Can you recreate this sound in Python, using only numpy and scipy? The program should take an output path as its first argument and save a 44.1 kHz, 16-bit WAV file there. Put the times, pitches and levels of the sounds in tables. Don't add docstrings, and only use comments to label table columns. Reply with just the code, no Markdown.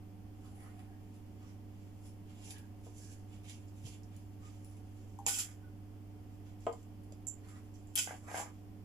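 import sys
import numpy as np
from scipy import signal
from scipy.fft import rfft, irfft
from scipy.io import wavfile
from scipy.ndimage import uniform_filter1d

SR = 44100
rng = np.random.default_rng(int(sys.argv[2]) if len(sys.argv) > 2 else 0)


def wav_out(sig):
    wavfile.write(sys.argv[1], SR, np.round(np.clip(np.atleast_2d(sig).T, -1, 1) * 32767).astype(np.int16))


def makeup_ratio(level_db):
    decades = np.asarray(level_db, float) / 20
    return 10 ** decades


N = 389844

# mains_multiple, level_db, left_minus_right_db, left_lead_rad
HUM_LINES = [(1, -52, -3.5, -0.36), (2, -66, -3.5, -0.36), (3, -61, -4.5, 0.07), (4, -90.5, 0, -.3),
             (5, -85, -4, -1.5), (8, -89, 4, 8), (9, -84, 8, 1.7)]
# shaft_multiple, level_db, left_minus_right_db
ROTOR_LINES = [(0.915, -75, 0), (4.63, -88, 6), (6.94, -74, -2), (11.04, -69.5, 1), (13.04, -82, -5.5),
               (13.88, -69, -4), (14.92, -77, 0), (17.12, -73.5, -5), (23.3, -77, 5), (28.5, -108, 11),
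               (34.6, -82.5, 4.5), (45.7, -79, -2.5)]
# centre_hz, width_hz, level_db, left_minus_right_db
ROOM_BOOMS = [(53.7, 3.1, -70.5, -5), (184.4, 8.4, -69.5, -3), (369.8, 8.2, -74.5, 0),
              (431.4, 3.3, -73.5, 0), (560, 2.7, -82, -11.5), (726.5, 29, -75.5, -6)]
# freq_hz, density_db_per_hz
AIR_SPECTRUM = [(15, -85), (80, -76.5), (140, -90.5), (240, -81.5), (350, -91), (600, -98), (1000, -102),
                (1500, -110), (2500, -113), (3400, -115), (4000, -124), (5200, -121), (8000, -132),
                (16000, -140)]

# peak_s, rise_s, fall_s, level_db, dullness_db
PASTRY_SLIDES = [(.46, 0.086, 0.038, -66, 1), (.65, 0.17, 0.1, -74.5, 7.5), (.8, 0.12, 0.11, -82.5, 10.5),
                 (1.15, 0.22, 0.082, -76.5, 3.5), (2.05, 0.11, 0.086, -66.5, 0),
                 (2.3, .06, 0.28, -75.5, 6.5), (2.445, 0.12, 0.22, -63.5, 2),
                 (2.503, 0.11, 0.042, -53.5, -6), (2.57, 0.06, 0.025, -67, 7),
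                 (2.86, 0.079, 0.077, -64.5, -1), (2.96, 0.04, 0.29, -61.5, -5.5),
                 (3.04, 0.078, 0.11, -60, -8), (3.13, 0.094, 0.039, -66, 0),
                 (3.335, 0.059, 0.083, -65, 4.5), (3.445, 0.023, 0.13, -64, 4.5),
                 (3.49, 0.023, 0.12, -57, 1.5), (3.78, 0.088, 0.08, -67, -0.5),
                 (3.862, 0.033, 0.076, -51, 0), (3.93, .06, 0.066, -66.5, 4), (4.16, 0.073, 0.03, -70.5, 5),
                 (4.23, .1, 0.12, -72.5, -4), (4.65, 0.33, 0.43, -74, -4)]
# peak_s, rise_s, fall_s, level_db, dullness_db
GLOVE_BRUSHES = [(1.48, 0.27, .1, -70.5, 5), (1.82, 0.19, 0.14, -71, 1), (3.68, .03, .04, -73, -16),
                 (4.46, 0.074, 0.14, -60, 2), (4.98, 0.058, 0.062, -74, 0), (5.1, .2, 0.25, -73.5, -8),
                 (6.33, 0.11, 0.055, -75, -2), (6.49, 0.1, 0.055, -68, 4.5), (6.606, .02, 0.12, -68, -6),
                 (6.78, 0.18, .07, -72, -10), (7.44, .04, .15, -78, 11.5), (7.51, 0.076, 0.24, -69, -3),
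                 (7.56, 0.16, 0.079, -81, 17), (7.746, 0.017, 0.086, -71, -14), (7.93, 0.17, .05, -79, -5),
                 (8.55, .03, 0.11, -74, -3)]
# peak_s, rise_s, fall_s, level_db, dullness_db
SKIN_CRINKLES = [
    (.64, 0.15, 0.053, -63, 2),
    (.78, 0.11, 0.1, -72.5, 0),
    (1.14, .15, 0.11, -80, 0),
    (2.065, .09, 0.059, -67.5, 0),
    (7.038, .03, 0.027, -76, 0),
    (7.5, 0.16, .3, -78, 0),
]
# low_hz, high_hz
RUSTLE_BANDS = [(4500, 8500), (8500, 13500), (2200, 4200), (900, 2000)]
# level_db, slope_db_per_dullness_db
PASTRY_BALANCE = [(-7, 0), (-6.5, -0.2), (-6.5, 1.3), (-26, 3.5)]
GLOVE_BALANCE = [(-9, -0.3), (-12.5, -0.24), (-7.5, 0.24), (-15.5, 1.6)]
SKIN_BALANCE = [(-13, 0), (-0.5, 0), (-41, 0), (-36, 0)]
IDLE_LEVELS = [-101, -93, -91, -89]
# middle_s, length_s, centre_hz, width_hz,
# level_db
HOLLOW_DRAGS = [(0.453, 0.097, 1200, 450, -68), (0.648, 0.2, 1980, 350, -68), (0.646, 0.14, 1300, 500, -64),
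                (0.707, 0.78, 764, 119, -66.5), (.9, 0.22, 1690, 250, -74), (1.44, 0.057, 1190, 150, -71),
                (2.485, 0.34, 825, 250, -66.5), (2.57, 0.22, 1660, 200, -65.5),
                (3.067, 0.27, 1640, 202, -71), (3.861, 0.054, 108, 40, -38),
                (4.447, 0.064, 1235, 150, -61.5), (5.643, 0.078, 1480, 60, -68.5),
                (7.55, 0.094, 1870, 120, -78), (8.479, 0.02, 1200, 200, -55), (8.112, 0.057, 120, 50, -61),
                (1.47, .2, 5500, 1000, -81), (2.06, .12, 5300, 600, -76), (3.06, .2, 5700, 1400, -77),
                (3.5, .12, 5800, 1400, -74), (7.905, .12, 7300, 400, -84), (7.505, .06, 7700, 900, -76),
                (7.75, .03, 5860, 900, -73), (7.54, .15, 1200, 400, -67), (8.37, .1, 2300, 900, -62)]

# start_s, peak_db, lower_part_db, upper_part_db
TICK_EVENTS = [(2.4405, -58, -8, -10), (2.506, -43.5, 6, -4), (2.5, -52, 0, -4), (2.517, -54, 0, -6),
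               (2.512, -53, 4, 3), (2.582, -48.5, -1, -6), (2.9464, -60, -8, -12), (3.035, -58, -5, -10),
               (3.052, -56, -5, -10), (3.4343, -65, 3, -10), (3.858, -50, 0, -6), (3.8464, -68, -9, -12),
               (4.033, -54, -5, -18), (4.1635, -49, -12, -7), (4.646, -54, -4, 0), (4.6974, -64, -5, 5),
               (5.188, -49, -14, -10), (5.264, -15, -11, -15.5), (5.2764, -23, -18, -5),
               (5.283, -30, -10, -10), (5.2994, -33, -10, -10), (5.3119, -36, -8, -10),
               (5.3415, -36, 0, -12), (5.355, -39, -8, -10), (5.373, -39, -8, -10), (5.388, -36, -5, -10),
               (5.395, -33, 2, -10), (5.411, -34, -2, -17), (5.4357, -44, -5, -14), (6.605, -56, -11, -11),
               (6.666, -43.5, -16, -22), (6.7264, -44, -5.5, -17), (6.829, -55, -12, -18),
               (7.0349, -58, -10, -7), (7.1072, -66, -10, -12), (7.121, -50, -2, -11),
               (7.2688, -24, -44, -18), (7.2805, -27, -40, -19), (7.741, -53, -8, -21),
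               (7.757, -67, -25, -18), (7.7887, -58, -8, -18), (7.871, -51, -22, -20),
               (7.9544, -24.5, -14, 1.5), (7.958, -25, -6, -3), (7.9761, -20.5, -5.5, -11),
               (7.9843, -23, -6, -12), (7.991, -23, -8, -12), (8.006, -30, -8, -12), (8.0258, -31, -6, -12),
               (8.036, -36, -8, -12)]
# low_hz, high_hz
TICK_BANDS = [(5950, 9200), (2300, 5800), (9200, 17000)]
# start_s, peak_db, brightness_db
TABLE_KNOCKS = [(2.8675, -53.5, -24), (3.868, -58, -7), (5.264, -46.5, -1), (6.6668, -33.5, -5),
                (6.6699, -30, -35), (6.6715, -33, -33), (6.6748, -41, -30), (6.6805, -42, -27),
                (6.6935, -37.5, -20), (6.715, -48, -20), (6.735, -46.5, -25)]
# freq_hz, level_db, t60_s
TABLE_MODES = [(470, 9, 0.12), (366, -16, 0.07), (200, -9, 0.069), (660, -3, .045), (570, 1.5, 0.034),
               (710, 13, 0.021), (730, 3, 0.04), (864, 1.5, 0.059), (1008, 11, 0.024), (1200, 2.5, 0.045),
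               (1490, -4, .03), (288, -2, 0.054), (1920, -3, 0.043), (2150, 1, .1), (3300, 14, 0.03),
               (3365, -3, .04)]
# start_s, peak_db, brightness_db
FOOT_SKIPS = [(7.977, -45, 16), (8.074, -29, -11), (8.082, -62, -5), (8.1085, -27.5, -23), (8.122, -38, -8),
              (8.13, -38, -11), (8.285, -35, -19), (8.315, -32, -11), (8.329, -43, -11),
              (8.3438, -22.5, -18), (8.3528, -31, -7), (8.3587, -44, -12), (8.3665, -31, -7),
              (8.3773, -31, -8), (8.3836, -28.5, -9), (8.3995, -27, -12), (8.403, -37, -10),
              (8.4114, -37, -14), (8.423, -44, -12), (8.46, -39, -21), (8.141, -38, -8), (8.149, -41, -10),
              (8.092, -40, -6), (8.48, -48, -18), (8.0765, -45, -11)]
# freq_hz, level_db, t60_s
FOOT_MODES = [(646, -14, 0.044), (788, -6, .035), (845, 3, 0.015), (1080, -14, 0.021), (1630, -1.5, 0.017),
              (2120, -3, 0.017)]

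# start_s, rim_db, wall_db
SPOON_CLINKS = [(5.188, -49, -90.5), (5.264, -45.5, -60), (5.278, -52, -68), (5.341, -68, -55),
                (5.368, -62, -80), (5.395, -64, -61), (5.414, -82, -66), (7.956, -68, -49.5),
                (7.964, -72, -58), (7.972, -68, -51), (7.978, -61, -53), (7.989, -73, -55),
                (7.996, -74, -65)]
# freq_hz, level_db, t60_s
RIM_MODES = [(800, 9, 0.2), (880, 2.5, .1), (915, 0.5, 0.11), (985, -4, 0.14), (1060, -7, 0.085)]
WALL_MODES = [(2420, -9, .16), (2430, -15, .1), (3216, 5, 0.11), (3300, 11.5, 0.06), (3830, -18, .2),
              (5240, -28, .15), (6100, -16, 0.16)]
BOWL_MODES = [(1480, -7, 0.16), (1926, -4, 0.089), (2150, -26, 0.062), (2600, 1, 0.097), (2700, -4, 0.12),
              (3084, -3, .1), (3320, -4.5, 0.078), (2840, -5, 0.074), (3860, -5, .15), (4700, -15, 0.16),
              (5190, 0, 0.073), (6200, 4, 0.082), (6430, 0, .08), (7030, -1.5, 0.082), (8320, -5, .08)]
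# peak_s, rise_s, fall_s, level_db, dullness_db
EDGE_RUNS = [(5.264, 0.0048, 0.04, -31, -1), (5.277, 0.008, 0.042, -32, -1), (5.31, 0.034, 0.11, -39, -4),
             (5.35, 0.043, 0.055, -31, -1.5), (5.375, .04, 0.045, -42, -3),
             (5.398, 0.043, 0.035, -33, -3.5), (5.45, .03, 0.078, -52, 1), (5.51, .04, 0.067, -65, 2),
             (7.954, 0.0036, 0.057, -34, -1), (7.964, 0.015, .04, -40, 0),
             (7.974, 0.014, 0.051, -27.5, 3.5), (7.99, 0.017, 0.048, -37, 0),
             (8.02, 0.027, 0.045, -39.5, 1), (8.04, 0.049, 0.2, -47.5, -5), (8.22, 0.097, .1, -84, -5),
             (8.33, 0.078, 0.1, -47.5, -8), (8.365, 0.033, .06, -46, -2), (8.4, 0.071, .03, -43, -2.5),
             (8.47, .03, 0.087, -64, 7)]
# peak_s, rise_s, fall_s, level_db, dullness_db
BOWL_PUSHES = [(5.27, 0.015, 0.036, -44, 1), (5.41, .06, 0.033, -64, -2), (5.48, 0.082, 0.069, -66.5, -12),
               (7.979, 0.021, 0.046, -63, 11), (8.077, 0.011, 0.032, -53, -12.5),
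               (8.108, 0.053, 0.05, -56, -7), (8.29, 0.037, 0.091, -47.5, -5),
               (8.348, .012, 0.073, -44, -1), (8.398, 0.17, 0.039, -43, 4), (8.47, .04, 0.027, -58, -2)]
# low_hz, high_hz
SCRAPE_BANDS = [(4850, 16000), (2250, 3600), (1150, 2200), (520, 1150)]
# level_db, slope_db_per_dullness_db
EDGE_BALANCE = [(-8, -0.5), (-19.5, 1), (-34.5, -2), (-50, 4)]
WEIGHT_BALANCE = [(-43, -0.057), (-21.5, -0.88), (-7.5, -0.97), (-4, 0.33)]
# freq_hz, level_db, t60_s
PLATE_MODES = [(575, 17, 0.033), (4930, 1, .04), (6000, 4, 0.025), (6850, 2, 0.034), (8400, -2, 0.018)]
SPOON_MODES = [(7300, -2, .15), (6934, -3, .14), (7036, -4, .15), (7180, -3, .17), (7410, -2, .16),
               (7540, -4, .15), (8080, -6, .15), (8457, -6, .13), (10620, -6, .15), (11510, -9, .13)]

# freq_hz, left_db, right_db
HANDS_SHADING = [(1000, 1.5, 0.5), (2200, -2.5, -0.5), (3800, -1.5, 2.5), (4900, 0, 0.5), (5900, -3, 9),
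                 (7600, -5, -2), (8300, 5, -2.5), (10100, 0, -2), (13500, -3, -2), (14800, 8, 6)]
BOWL_SHADING = [(400, 0.5, -1), (774, 4.5, -2), (1400, -1.5, 1), (2800, -0.5, -0.5), (3500, 2, 1.5),
                (4100, 3.5, 0.5), (4800, 2, 0.5), (5960, -4, 2), (8100, 6.5, -0.5), (9750, -1, 0),
                (13500, 0.5, -1), (14900, 0, 3)]
# freq_hz, gain_db
LEFT_CAVITY = [(100, -3.5), (1500, -1.5), (3000, 1.5), (4100, -7), (5200, -2), (5900, 2.5), (7200, -1.5),
               (8200, -7), (9500, 5), (10100, 10.5), (10700, 2.5), (11400, 1), (12400, -4), (16000, -17.5)]
RIGHT_CAVITY = [(100, 0), (1500, 0), (3000, 1), (4100, -2), (5200, 3), (5850, 0), (6550, 6), (7000, 11),
                (7320, 16.5), (7650, 12), (8000, 7), (9300, -4), (10700, -8), (16000, -13)]
# freq_hz, gain_db
OVERALL_TONE = [(100, -0.5), (3300, 1), (3700, -3), (4150, -2.5), (4700, 0.5), (8200, -3), (8800, -3),
                (9600, -2), (16000, -0.5)]


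def noise(*shape):
    return rng.standard_normal(shape)


def convolve(x, response):
    return signal.fftconvolve(x, response, axes=-1)[..., :N]


def colour(points, size=4096):
    hz, db = np.transpose(points)
    grid_hz = np.maximum(np.arange(size // 2 + 1) * SR / size, 1)
    gain_db = np.interp(np.log(grid_hz), np.log(hz), db)
    cepstrum = irfft(np.log(makeup_ratio(gain_db)))
    cepstrum[1:size // 2] *= 2
    cepstrum[size // 2 + 1:] = 0
    return irfft(np.exp(rfft(cepstrum)))


def band(x, lo_hz, hi_hz, order=3):
    return signal.sosfilt(signal.butter(order, [lo_hz, hi_hz], "band", fs=SR, output="sos"), x)


def resonance(x, centre_hz, width_hz, order):
    return unit(band(x, centre_hz - width_hz / 2, centre_hz + width_hz / 2, order))


def unit(x):
    return x / np.std(x)


def walk(rate_hz):
    k = int(SR / rate_hz)
    return unit(uniform_filter1d(uniform_filter1d(noise(N), k), k))


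def pan(x, left_minus_right_db):
    return x * makeup_ratio(np.array([[left_minus_right_db], [-left_minus_right_db]]) / 2)


def blows(seconds, db):
    x = np.zeros(N)
    x[(np.asarray(seconds) * SR).astype(int)] = makeup_ratio(db)
    return x


def soft(x, contact_s):
    push = np.hanning(int(contact_s * SR) + 3)
    return convolve(x, push / push.sum())


def ring(x, modes):
    out = np.zeros(N)
    for hz, db, t60_s in modes:
        pole = np.exp((2j * np.pi * hz - np.log(1000) / t60_s) / SR)
        out += makeup_ratio(db) * signal.lfilter([1], [1, -pole], x).imag
    return out


def grains(per_s, spread_db):
    slips = rng.random(N) < per_s / SR
    return slips * noise(N) * makeup_ratio(spread_db * rng.exponential(size=N))


def strokes(rows, balance):
    roundness = 1.05
    t = np.arange(N) / SR
    out = np.zeros((len(balance), N))
    band_db, slope = np.transpose(balance)
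    for peak_s, rise_s, fall_s, level_db, dull_db in rows:
        near = slice(max(int((peak_s - 3 * rise_s) * SR), 0), int((peak_s + 3 * fall_s) * SR))
        away = np.maximum((peak_s - t[near]) / rise_s, (t[near] - peak_s) / fall_s)
        gain = makeup_ratio(level_db + band_db + slope * dull_db)
        out[:, near] += gain[:, None] * makeup_ratio(-20 * away ** roundness)
    return out


def rubbed(slips, gains, bands_hz):
    return sum(gain * unit(band(slips, *hz)) for gain, hz in zip(gains, bands_hz))


def fan_hum():
    mains_hz, shaft_hz = 100.0, 16.65
    t = np.arange(N) / SR
    sides = np.array([[.5], [-.5]])
    out = np.zeros((2, N))
    for k, db, lr_db, lead_rad in HUM_LINES:
        phase = 2 * np.pi * (k * mains_hz * t + rng.random()) + lead_rad * sides
        out += pan(np.sqrt(2) * makeup_ratio(db + 0.62 * walk(0.47)) * np.sin(phase), lr_db)
    turn = 2 * np.pi * np.cumsum(shaft_hz * (1 + 0.002148 * walk(0.95))) / SR
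    for k, db, lr_db in ROTOR_LINES:
        line = np.sin(k * turn + 2 * np.pi * rng.random())
        out += pan(np.sqrt(2) * makeup_ratio(db + 0.31 * walk(1.8)) * line, lr_db)
    for hz, width_hz, db, lr_db in ROOM_BOOMS:
        feed = noise(N) + 1.2 * noise(2, N)
        out += pan(makeup_ratio(db) * resonance(feed, hz, width_hz, order=1), lr_db)
    draught = unit(band(noise(2, N), 7.2, 40, order=1))
    return out + makeup_ratio(-65.5) * draught


def fan_air():
    alike_hz, pan_db = 465, 1
    shared, own = noise(N), noise(2, N)
    low = signal.butter(1, alike_hz, fs=SR)
    air = own + signal.lfilter(*low, shared - 1.03 * own)
    return pan(convolve(air * np.sqrt(SR / 2), colour(AIR_SPECTRUM, size=16384)[None]), pan_db)


def rustle():
    slips = grains(9000, 2.35) * makeup_ratio(2.03 * walk(49))
    gains = strokes(PASTRY_SLIDES, PASTRY_BALANCE) + strokes(GLOVE_BRUSHES, GLOVE_BALANCE)
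    gains += strokes(SKIN_CRINKLES, SKIN_BALANCE) + makeup_ratio(np.array(IDLE_LEVELS))[:, None]
    return rubbed(slips, gains, RUSTLE_BANDS)


def swishes():
    t = np.arange(N) / SR
    out = np.zeros(N)
    for middle_s, length_s, hz, width_hz, db in HOLLOW_DRAGS:
        swell = np.exp(-8 * ((t - middle_s) / length_s) ** 2)
        out += makeup_ratio(db) * swell * resonance(noise(N), hz, width_hz, order=2)
    return out


def ticks():
    start_s, db, low_db, high_db = np.transpose(TICK_EVENTS)
    crunch = np.exp(-np.arange(600) / SR / 0.0019) / 6.25
    levels_db = (db + 12.0, db + low_db + 19.0, db + high_db + 24.5)
    out = np.zeros(N)
    for level_db, hz in zip(levels_db, TICK_BANDS):
        out += band(convolve(blows(start_s, level_db), crunch) * noise(N), *hz, order=6)
    return out


def knocks(rows, modes, contact_s):
    start_s, db, bright_db = np.transpose(rows)
    push = soft(-blows(start_s, db - 10.0), contact_s)
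    body = band(ring(push, modes), 200, 6000, order=2)
    click = band(blows(start_s, db + bright_db + 24.5), 2000, 3260, order=2)
    return body + click


def clinks():
    start_s, rim_db, wall_db = np.transpose(SPOON_CLINKS)
    rim = band(ring(blows(start_s, rim_db), RIM_MODES), 797, 1100, order=3)
    return rim, ring(blows(start_s, wall_db), WALL_MODES)


def scrape():
    singing_db = -1.0
    chatter = grains(4000, 3.2) * makeup_ratio(2.2 * walk(120))
    gains = strokes(EDGE_RUNS, EDGE_BALANCE) + strokes(BOWL_PUSHES, WEIGHT_BALANCE)
    steady = ring(unit(chatter), BOWL_MODES)
    singing = ring(gains[1] * unit(chatter), BOWL_MODES) / np.std(steady)
    return rubbed(chatter, gains, SCRAPE_BANDS), makeup_ratio(singing_db) * singing


def plate():
    return ring(blows([7.123], -70.5), PLATE_MODES)


def spoon():
    shake_db = 4
    return ring(blows([7.2695], -54), SPOON_MODES) * makeup_ratio(shake_db * walk(250))


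def room(x, direct):
    treble_t60_s, bass_t60_s, split_hz, onset_s, level_db = 0.18, 0.19, 900, 0.00049, 0
    t = np.arange(int(.5 * SR)) / SR
    treble = signal.lfilter(*signal.butter(1, split_hz, "high", fs=SR), noise(2, len(t)))
    bass = signal.lfilter(*signal.butter(1, split_hz, fs=SR), noise(len(t)) + 0.25 * noise(2, len(t)))
    tail = treble * makeup_ratio(-60 * t / treble_t60_s) + 0.59 * bass * makeup_ratio(-60 * t / bass_t60_s)
    tail *= np.clip(t / onset_s, 0, 1)
    tail *= makeup_ratio(level_db) / np.sqrt(np.sum(tail ** 2, axis=1, keepdims=True))
    tail[0, 8] += direct
    tail[1, 0] += direct
    return convolve(x[None], tail)


def airborne(rubbing, taps):
    turns_per_s = 3.1
    touch = rubbing + taps
    direct = 0.46 * rubbing + 0.8 * taps
    turn = 2 * np.pi * turns_per_s * np.arange(N) / SR
    echoes = room(touch * np.cos(turn), 0) + room(touch * np.sin(turn), 0)
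    return echoes + np.array([np.roll(direct, shift=8), direct])


def shaded(x, points):
    hz, left_db, right_db = np.transpose(points)
    return convolve(x, np.array([colour(list(zip(hz, db))) for db in (left_db, right_db)]))


def scene():
    bowl_from_s = 5.1
    hands = rustle() + swishes()
    taps = ticks()
    at_bowl = np.arange(N) > bowl_from_s * SR
    thuds = knocks(TABLE_KNOCKS, TABLE_MODES, 0.00072) + knocks(FOOT_SKIPS, FOOT_MODES, 0.00034)
    rim, wall = clinks()
    scraping, singing = scrape()
    steel = 0.23 * rim + wall + singing + spoon()
    solid = room(0.82 * thuds + 0.8 * steel, 0.51)
    solid += pan(0.46 * thuds, 3.5) + 0.51 * steel + 0.63 * rim
    near = shaded(airborne(hands, taps * ~at_bowl), HANDS_SHADING)
    far = shaded(airborne(scraping, taps * at_bowl) + solid, BOWL_SHADING)
    at_ports = near + far + room(plate(), 2.1) + fan_air()
    return fan_hum() + convolve(at_ports, np.array([colour(LEFT_CAVITY), colour(RIGHT_CAVITY)]))


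def ducked(x):
    depth_db, from_db, release_s, below_hz = -3, -47, 0.049, 460
    keep = np.exp(-1 / (release_s * SR))
    power = signal.lfilter([1 - keep], [1, -keep], np.mean(x ** 2, axis=0))
    power = np.maximum(power - np.median(power), 0)
    gain = makeup_ratio(depth_db * power / (power + makeup_ratio(2 * from_db)))
    bass = signal.filtfilt(*signal.butter(2, below_hz, fs=SR), x)
    return x + (gain - 1) * bass


def low_pass(x):
    return signal.sosfilt(signal.butter(12, 16530, fs=SR, output="sos"), x)


def record(dry):
    hiss_db, top_hz, offset = -71.5, 15350, -.0003
    heard = ducked(convolve(dry + makeup_ratio(hiss_db) * noise(2, N), colour(OVERALL_TONE)[None]))
    top = signal.ellip(7, .5, 28, top_hz, fs=SR, output="sos")
    return low_pass(signal.sosfilt(top, heard) + offset)


dry = scene()
out = record(dry)
wav_out(out)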